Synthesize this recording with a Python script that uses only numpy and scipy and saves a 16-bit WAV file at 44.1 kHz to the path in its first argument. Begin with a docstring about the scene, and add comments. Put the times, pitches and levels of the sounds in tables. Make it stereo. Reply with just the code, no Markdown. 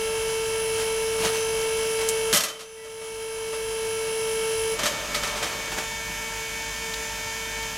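"""A hydraulic pallet wrapper runs in a paved yard. From the start its nine-tooth oil pump whines under
load while an arm swings a roll of film round a steel drum; the film drags and a bearing squeaks.
At 2.3 s the arm clanks loudly, so the microphone's automatic gain dips and creeps back.
At 4.7 s a valve opens: the pump idles on and the arm rattles to a stop. The operator's soles
scuff the paving, and last come two small ticks as a part is picked up."""
import sys
import numpy as np
from scipy.fft import rfft, irfft, next_fast_len
from scipy.io import wavfile
from scipy.ndimage import uniform_filter1d, minimum_filter1d, map_coordinates

SR = 44100
rng = np.random.default_rng(int(sys.argv[2]) if len(sys.argv) > 2 else 0)


def dump_mix(stems):
    """Bounce the given channels to the path in sys.argv[1] as a 16-bit WAV at rate SR."""
    frames = np.atleast_2d(stems).T  # one column per channel
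    limited = np.clip(frames, -1, 1)  # hard clip at full scale
    pcm = np.round(limited * 32767).astype(np.int16)
    wavfile.write(sys.argv[1], SR, pcm)


N = 342657

TEETH, TOP_HZ = 9, 15900  # teeth on the pump's gear; upper limit of the treble
VALVE_OPEN_S, UNLOAD_S = 4.73, 0.059  # when the valve opens; how long the load takes to fall away
# Tone colour of clashing steel: (frequency [Hz], relative level [dB])
STEEL_SPECTRUM = [(60, -25), (170, -9), (260, -9.5), (480, -6.5), (590, 5.5), (700, -3), (900, -5),
                  (1280, 4), (1450, -2), (3100, -0.5), (3900, -1), (5200, -2.5), (6600, -2.5), (10000, -8),
                  (13000, -11.5), (16000, -34)]
# Tone colour of gritty rubbing: (frequency [Hz], relative level [dB])
GRIT_SPECTRUM = [(100, -20), (350, -4), (600, 0.5), (2000, 0.5), (5000, -2.5), (9000, -4), (16000, -18)]


def pump():
    """Each gear tooth pushes out a pulse of oil, making a whine; unequal teeth add a buzz."""
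    # Tones of the working and the idling pump: (multiple of the tooth rate, relative level [dB])
    loaded_tones = [(1, 0), (2, -16), (3, -19), (4, -25), (5, -15), (6, -18.5), (7, -18), (8, -49),
                    (9, -24.5), (10, -42), (11, -23.5), (12, -20.5), (13, -23.5), (14, -23), (15, -36),
                    (16, -26), (17, -24.5), (18, -31), (19, -26.5), (20, -36), (21, -23), (22, -13),
                    (23, -18), (24, -26), (25, -29), (26, -50), (27, -29.5), (28, -31), (30, -33)]
    idle_tones = [(1, -5.5), (2, -6.5), (3, -9.5), (4, -4), (5, -0.5), (6, -19), (7, -8.5), (8, -10),
                  (9, -15.5), (10, -14.5), (11, -19), (12, -11.5), (13, -23), (14, -12), (15, -11.5),
                  (16, -10), (17, -34), (18, -16), (19, -26), (20, -34), (21, -26), (22, -18), (23, -16.5),
                  (24, -40), (25, -28), (26, -21), (27, -34), (28, -20), (29, -19), (30, -25), (31, -23)]
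    # Tone colours of the buzz, the oil's hiss and the valve: (frequency [Hz], relative level [dB])
    loaded_buzz = [(500, -4), (2100, -6), (2700, -7), (3150, 7.5), (3700, -9.5), (5400, -5.5), (7000, -3.5),
                   (9000, -9.5), (11000, -16), (15500, -19)]
    idle_buzz = [(500, -15), (1900, 4.5), (2500, 0), (3200, 8.5), (3700, -7), (6300, 5), (7200, 1),
                 (8800, -5), (10500, -2.5), (15500, -11)]
    loaded_oil = [(60, -5), (110, -2.5), (175, 1.5), (260, -6.5), (400, -4), (640, -0.5), (790, -7),
                  (970, 2.5), (1110, -5.5), (1210, -1.5), (1450, -9.5), (1610, 3.5), (1800, -5.5),
                  (3000, -2), (3900, -9), (5700, -5), (8300, -12.5), (10300, -7.5), (15500, -26)]
    idle_oil = [(25, -14), (50, 8.5), (80, -5), (170, 4), (400, -6), (540, -5.5), (650, -0.5), (770, -6),
                (930, 4.5), (1200, -4), (1500, -3), (1630, 5.5), (1800, -2.5), (3100, -1), (4000, -7),
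                (5800, -4.5), (8200, -8.5), (10300, -14.5), (15500, -26)]
    valve_spectrum = [(8800, -34), (9500, -13), (9820, 7), (10050, -13), (10230, 1), (10600, -28),
                      (11500, -28)]
    # How the valve's whistle swells and fades: (time [s], relative level [dB])
    whistle_levels = [(0, -1), (.42, -10), (.6, 10), (1.1, 0), (1.95, 3.5), (2.6, -6), (3.3, 4), (4.15, 2),
                      (4.6, 9)]
    # Hum of motor and casing: (multiple of the shaft rate, loaded level [dB], idle level [dB])
    hum_tones = [(1.023, -52, -48.5), (2.023, -54, -55.5), (12.02, -50.5, -51), (48.9, -65, -47.5),
                 (51.2, -80, -51), (52, -56, -63), (53, -48, -62), (55.9, -47, -73), (60, -61, -52),
                 (61, -51, -54.5), (62, -50, -60), (97.3, -55, -51.5), (107.2, -56, -61), (123, -52, -47.5),
                 (124.3, -50.5, -61), (143, -53, -48), (207.6, -59, -73)]

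    tooth_hz, load, pump_db = pump_drive()
    waver_hz = (0.065 + 0.13 * load) * wobble(14) + 0.22 * load * wobble(4)
    teeth_passed = np.cumsum(tooth_hz + waver_hz) / SR
    turns = teeth_passed / TEETH
    # under pressure the lowest tone stands firm while the higher ones flutter a little
    whine = sum(amp(db) * tone(k * teeth_passed, 0.03 if k == 1 else 0.19, 21.94)
                for k, db in loaded_tones)
    idle = sum(amp(db) * tone(k * teeth_passed, 0.38 if k < 4 else 0.18, 14) for k, db in idle_tones)
    working = amp(-26) * whine + amp(-40.5) * buzz(turns, loaded_buzz, drift=0.82)
    resting = amp(-39) * idle + amp(-41.5) * buzz(turns, idle_buzz, drift=0.32)
    gears = load * working + (1 - load) * resting
    # the rush of oil changes colour as the valve opens
    hiss = np.sqrt(load) * amp(-34.5) * noise(loaded_oil)
    hiss += np.sqrt(1 - load) * amp(-37) * noise(idle_oil)
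    # oil squeezed through the valve gives a high whistle
    whistle_gain = load * amp(over_time(whistle_levels) - 47 + wobble(25.2))
    whistle = whistle_gain * buzz(turns, valve_spectrum, drift=0.24)
    hum = np.zeros(N)
    for k, loaded_db, idle_db in hum_tones:
        gain = amp(load * loaded_db + (1 - load) * idle_db)
        hum += gain * tone(k * turns, 0.55 if k < 3 else 0.22, 11)
    return amp(pump_db) * gears + amp(0.77 * pump_db) * hiss + whistle + hum


def pump_drive(idle_hz=448.45, sag_hz=2.55, slack_db=2.5, tighten_s=1.9):
    """Load (0 to 1) slows the pump until the valve opens; it grows louder as the film tightens."""
    t = np.arange(N) / SR
    load = np.clip(1 - (t - VALVE_OPEN_S) / UNLOAD_S, 0, 1)
    tooth_hz = idle_hz - sag_hz * load
    pump_db = -slack_db * np.exp(-t / tighten_s)
    return tooth_hz, load, pump_db


def arm_knocks(chatter_s=0.012):
    """Loose steel parts clash: a noisy crash that dies fast, and a few tones that ring on."""
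    # Knocks of the arm and the roll's carriage: (time [s], relative level [dB], number of contacts)
    knocks = [(1.2471, -24, 1), (2.3275, -11, 1), (2.3346, 0, 4), (2.405, -6, 1), (2.436, -3, 1),
              (2.484, -14, 1), (2.592, -21, 2), (2.845, -30.5, 1), (3.0114, -33, 1), (3.529, -29.5, 1),
              (4.79, -25.5, 1), (4.832, -21, 1), (4.856, -20.5, 1), (5.1444, -24, 1), (5.232, -24, 1),
              (5.27, -26.5, 1), (5.426, -25.5, 1)]
    # The arm's ringing tones: (frequency [Hz], relative level [dB], time to fade by 60 dB [s])
    arm_tones = [(590, 2, 0.2), (1260, -6, 0.3), (1624, 2.5, 0.13), (1986, 0, 0.28), (3113, 4.5, 0.31),
                 (3830, -13, 0.3), (4550, -3, 0.12), (5580, 6, 0.18), (6260, 4, 0.18), (8200, -10, 0.14)]
    out, t = np.zeros(N), np.arange(SR * 3 // 4) / SR
    contacts = [(s + k * chatter_s, db) for s, db, count in knocks for k in range(round(count))]
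    for s, db in contacts:
        # a softer knock starts more slowly, lasts longer and sounds duller
        rise_s = 0.00046 * 2 ** (-db / 20)
        fade_s = 0.13 * 2 ** (-db / 32)
        crash = noise(STEEL_SPECTRUM, tilt_db=4 + 0.21 * db, size=len(t)) * amp(-60 * t / fade_s)
        wall_echo = noise(STEEL_SPECTRUM, tilt_db=-2, size=len(t)) * amp(-11.5 - 60 * t / 0.5)
        ring = sum(ringing(t, hz, level + rng.normal(0, 0.62), life) for hz, level, life in arm_tones)
        attack = 1 - np.exp(-t / rise_s)
        add(out, s, amp(db + rng.normal(0, 1)) * (crash + wall_echo + amp(-17) * ring) * attack)
    return out


def frame_thuds(rise_s=0.003):
    """The heavy frame thumps when the arm jolts it."""
    # Jolts from the arm: (time [s], level [dB])
    jolts = [(1.2, -31), (1.249, -31), (2.329, -14), (2.334, -8), (4.835, -29), (6.09, -35)]
    # The frame's low tones: (frequency [Hz], relative level [dB], time to fade by 60 dB [s])
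    frame_tones = [(95, -19, .13), (161, -2, 0.15), (203, 1, .13), (325, -0.5, 0.075)]
    out, t = np.zeros(N), np.arange(SR // 3) / SR
    for s, db in jolts:
        ring = sum(ringing(t, hz, level, life) for hz, level, life in frame_tones)
        add(out, s, amp(db) * ring * (1 - np.exp(-t / rise_s)))
    return out


def arm_coasting(coast_s=0.85, fade_s=0.15):
    """Once the valve opens, the arm runs on with a dull, uneven rattle and comes to rest."""
    t = np.arange(N) / SR - VALVE_OPEN_S
    swell = np.clip(t / UNLOAD_S, 0, 1) * np.exp(-np.maximum(t - coast_s, 0) / fade_s)
    return amp(-36 + 2.1 * wobble(35)) * swell * noise(STEEL_SPECTRUM, tilt_db=-3.5)


def film_drags():
    """The film rubs as it pulls off the roll, in short swells."""
    # Pulls on the film: (time [s], level [dB])
    pulls = [(.81, -33), (1.25, -25), (1.36, -31), (1.61, -36.5), (1.8, -43), (2.02, -32.5)]
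    return friction(pulls, GRIT_SPECTRUM, rise_s=0.038, fall_s=0.047, tilt_db=-0.5)


def footsteps():
    """Soles scuff briefly on gritty paving."""
    # Scuffs of the soles: (time [s], level [dB])
    scuffs = [(5.372, -30.5), (5.471, -32), (5.725, -29.5), (5.785, -26.5), (6.1, -38)]
    return friction(scuffs, GRIT_SPECTRUM, rise_s=0.011, fall_s=0.033, tilt_db=-2)


def ticks():
    """The film, the carriage and a part being picked up each slip for an instant and tick."""
    # Tiny slips: (time [s], level [dB], strongest frequency [Hz])
    slips = [(2.088, -19, 8400), (5.147, -21.5, 4500), (6.938, -29, 4500), (7.63, -34, 4500)]
    out = np.zeros(N)
    for s, db, hz in slips:
        band = [(hz / 8, -30), (hz, 0), (hz * 2, -20)]
        out += friction([(s, db)], band, rise_s=0.0012, fall_s=0.01)
    return out


def bearing_squeaks():
    """The roller's bearing catches, sings on one rough note and fades."""
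    # Squeaks: (time [s], length [s], pitch [Hz], level [dB])
    squeaks = [(1.326, 0.23, 6110, -37), (2.476, 0.13, 3080, -24), (2.627, 0.16, 6100, -33),
               (2.76, 0.14, 1970, -36)]
    out, t = np.zeros(N), np.arange(N) / SR
    for s, length, hz, db in squeaks:
        progress = np.clip((t - s) / length, 0, 1)
        swell = 2 * np.sqrt(progress) * (1 - progress)
        out += amp(db) * swell * tone(hz * t, flutter=0.18, rate=130)
    return out


def breeze():
    """Air brushes the microphone with a low, uneven rumble."""
    # Tone colour of the rumble: (frequency [Hz], relative level [dB])
    rumble = [(15, -20), (28, -10), (46, -1), (70, -8.5), (200, -15.5), (600, -60), (2000, -120)]
    return amp(-54 + 3.7 * wobble(7.8)) * noise(rumble)


def friction(events, spectrum, rise_s, fall_s, tilt_db=0):
    """Grainy rubbing noise that swells and fades at each (time [s], level [dB])."""
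    out, t = np.zeros(N), np.arange(-SR // 4, SR // 2) / SR
    swell = np.exp(-np.abs(t) / np.where(t < 0, rise_s, fall_s))
    for s, db in events:
        roughness = unit(uniform_filter1d(rng.standard_normal(len(t)), size=60))
        grain = unit(amp(2.8 * roughness))
        add(out, s + t[0], amp(db) * swell * grain * noise(spectrum, tilt_db, size=len(t)))
    return out


def buzz(turns, spectrum, drift, size=4096):
    """A rough pattern that repeats at each turn of the shaft; drift sets how much it changes."""
    multiple = np.arange(size // 2 + 1)
    hz = multiple * turns[-1] * SR / N
    between_tooth_tones = multiple % TEETH > 0
    colour = amp(level_at(spectrum, hz)) * between_tooth_tones * (hz < TOP_HZ)
    shape = (3, len(multiple))
    strengths = colour * amp(2 * rng.standard_normal(shape))
    patterns = irfft(strengths * np.exp(2j * np.pi * rng.random(shape)))
    place = turns % 1 * size
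    steady, *changing = [np.interp(place, np.arange(size), p) for p in patterns]
    return unit(steady + drift * sum(wobble(14) * p for p in changing))


def tone(cycles, flutter, rate):
    """One tone whose strength and timing flutter at random."""
    phase = 2 * np.pi * (cycles + rng.random())
    return unit((1 + flutter * wobble(rate)) * np.sin(phase) + flutter * wobble(rate) * np.cos(phase))


def ringing(t, hz, db, life_s):
    """One tone of a struck part, fading by 60 dB in life_s."""
    return amp(db - 60 * t / life_s) * np.sin(2 * np.pi * (hz * t + rng.random()))


def noise(spectrum, tilt_db=0, size=N):
    """Noise with the given tone colour, made brighter by tilt_db per octave."""
    def response(hz):
        octaves = np.log2(np.maximum(hz, 100) / 1000)
        return amp(level_at(spectrum, hz) + tilt_db * octaves)
    return unit(filtered(rng.standard_normal(size), response))


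def wobble(rate):
    """A smooth curve through rate random values a second."""
    times = np.linspace(0, N / SR, N // 64)
    smooth = map_coordinates(rng.standard_normal(int(N * rate / SR) + 4), [times * rate])
    return np.interp(np.arange(N) / SR, times, smooth)


def filtered(x, response):
    """Scale each frequency in x by response(hz)."""
    size = next_fast_len(len(x) + 8192)
    hz = np.fft.rfftfreq(size, 1 / SR)
    return irfft(rfft(x, size) * response(hz), size)[:len(x)]


def level_at(spectrum, hz):
    """Read a level between (frequency [Hz], level [dB]) points, spaced by octaves."""
    frequencies, levels = np.transpose(spectrum)
    return np.interp(np.log(hz + 1), np.log(frequencies), levels)


def over_time(points):
    """Join (time [s], value) points into one value per sample."""
    times, values = np.transpose(points)
    return np.interp(np.arange(N) / SR, times, values)


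def amp(db):
    """Turn decibels into a gain."""
    return 10 ** (np.asarray(db) / 20)


def unit(x):
    """Scale x to an average power of 1."""
    return x / np.sqrt(np.mean(x ** 2) + 1e-20)


def add(track, s, sound):
    """Mix a sound in, starting at s seconds."""
    start = round(s * SR)
    track[start:start + len(sound)] += sound[:N - start]


def scene():
    """Everything reaches one microphone."""
    mono = pump() + arm_knocks() + frame_thuds() + arm_coasting() + film_drags()
    mono = mono + footsteps() + ticks() + bearing_squeaks() + breeze()
    return np.array([mono, mono])


def automatic_gain(x, threshold_db, hold_s, release_s):
    """When the sound gets too loud, the gain drops at once, holds, then creeps back."""
    power = np.abs(uniform_filter1d(x ** 2, size=300))
    excess_db = np.maximum(10 * np.log10(power + 1e-12) - threshold_db, 0)
    window = int(hold_s * SR) // 2 * 2 + 1
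    held_db = -minimum_filter1d(-excess_db, window, origin=window // 2)  # largest recent excess
    fade = np.exp(-np.arange(N) / SR / release_s)
    cut_db = np.maximum.accumulate(held_db / fade) * fade
    return x * amp(-uniform_filter1d(cut_db, size=100))


def record(dry):
    """A mono microphone with automatic gain loses the very highest treble."""
    mono = automatic_gain(dry.mean(axis=0), threshold_db=-17, hold_s=0.3, release_s=0.7)
    mono = filtered(mono, lambda hz: hz < TOP_HZ)
    return np.array([mono, mono])


dry = scene()
out = record(dry)
dump_mix(out)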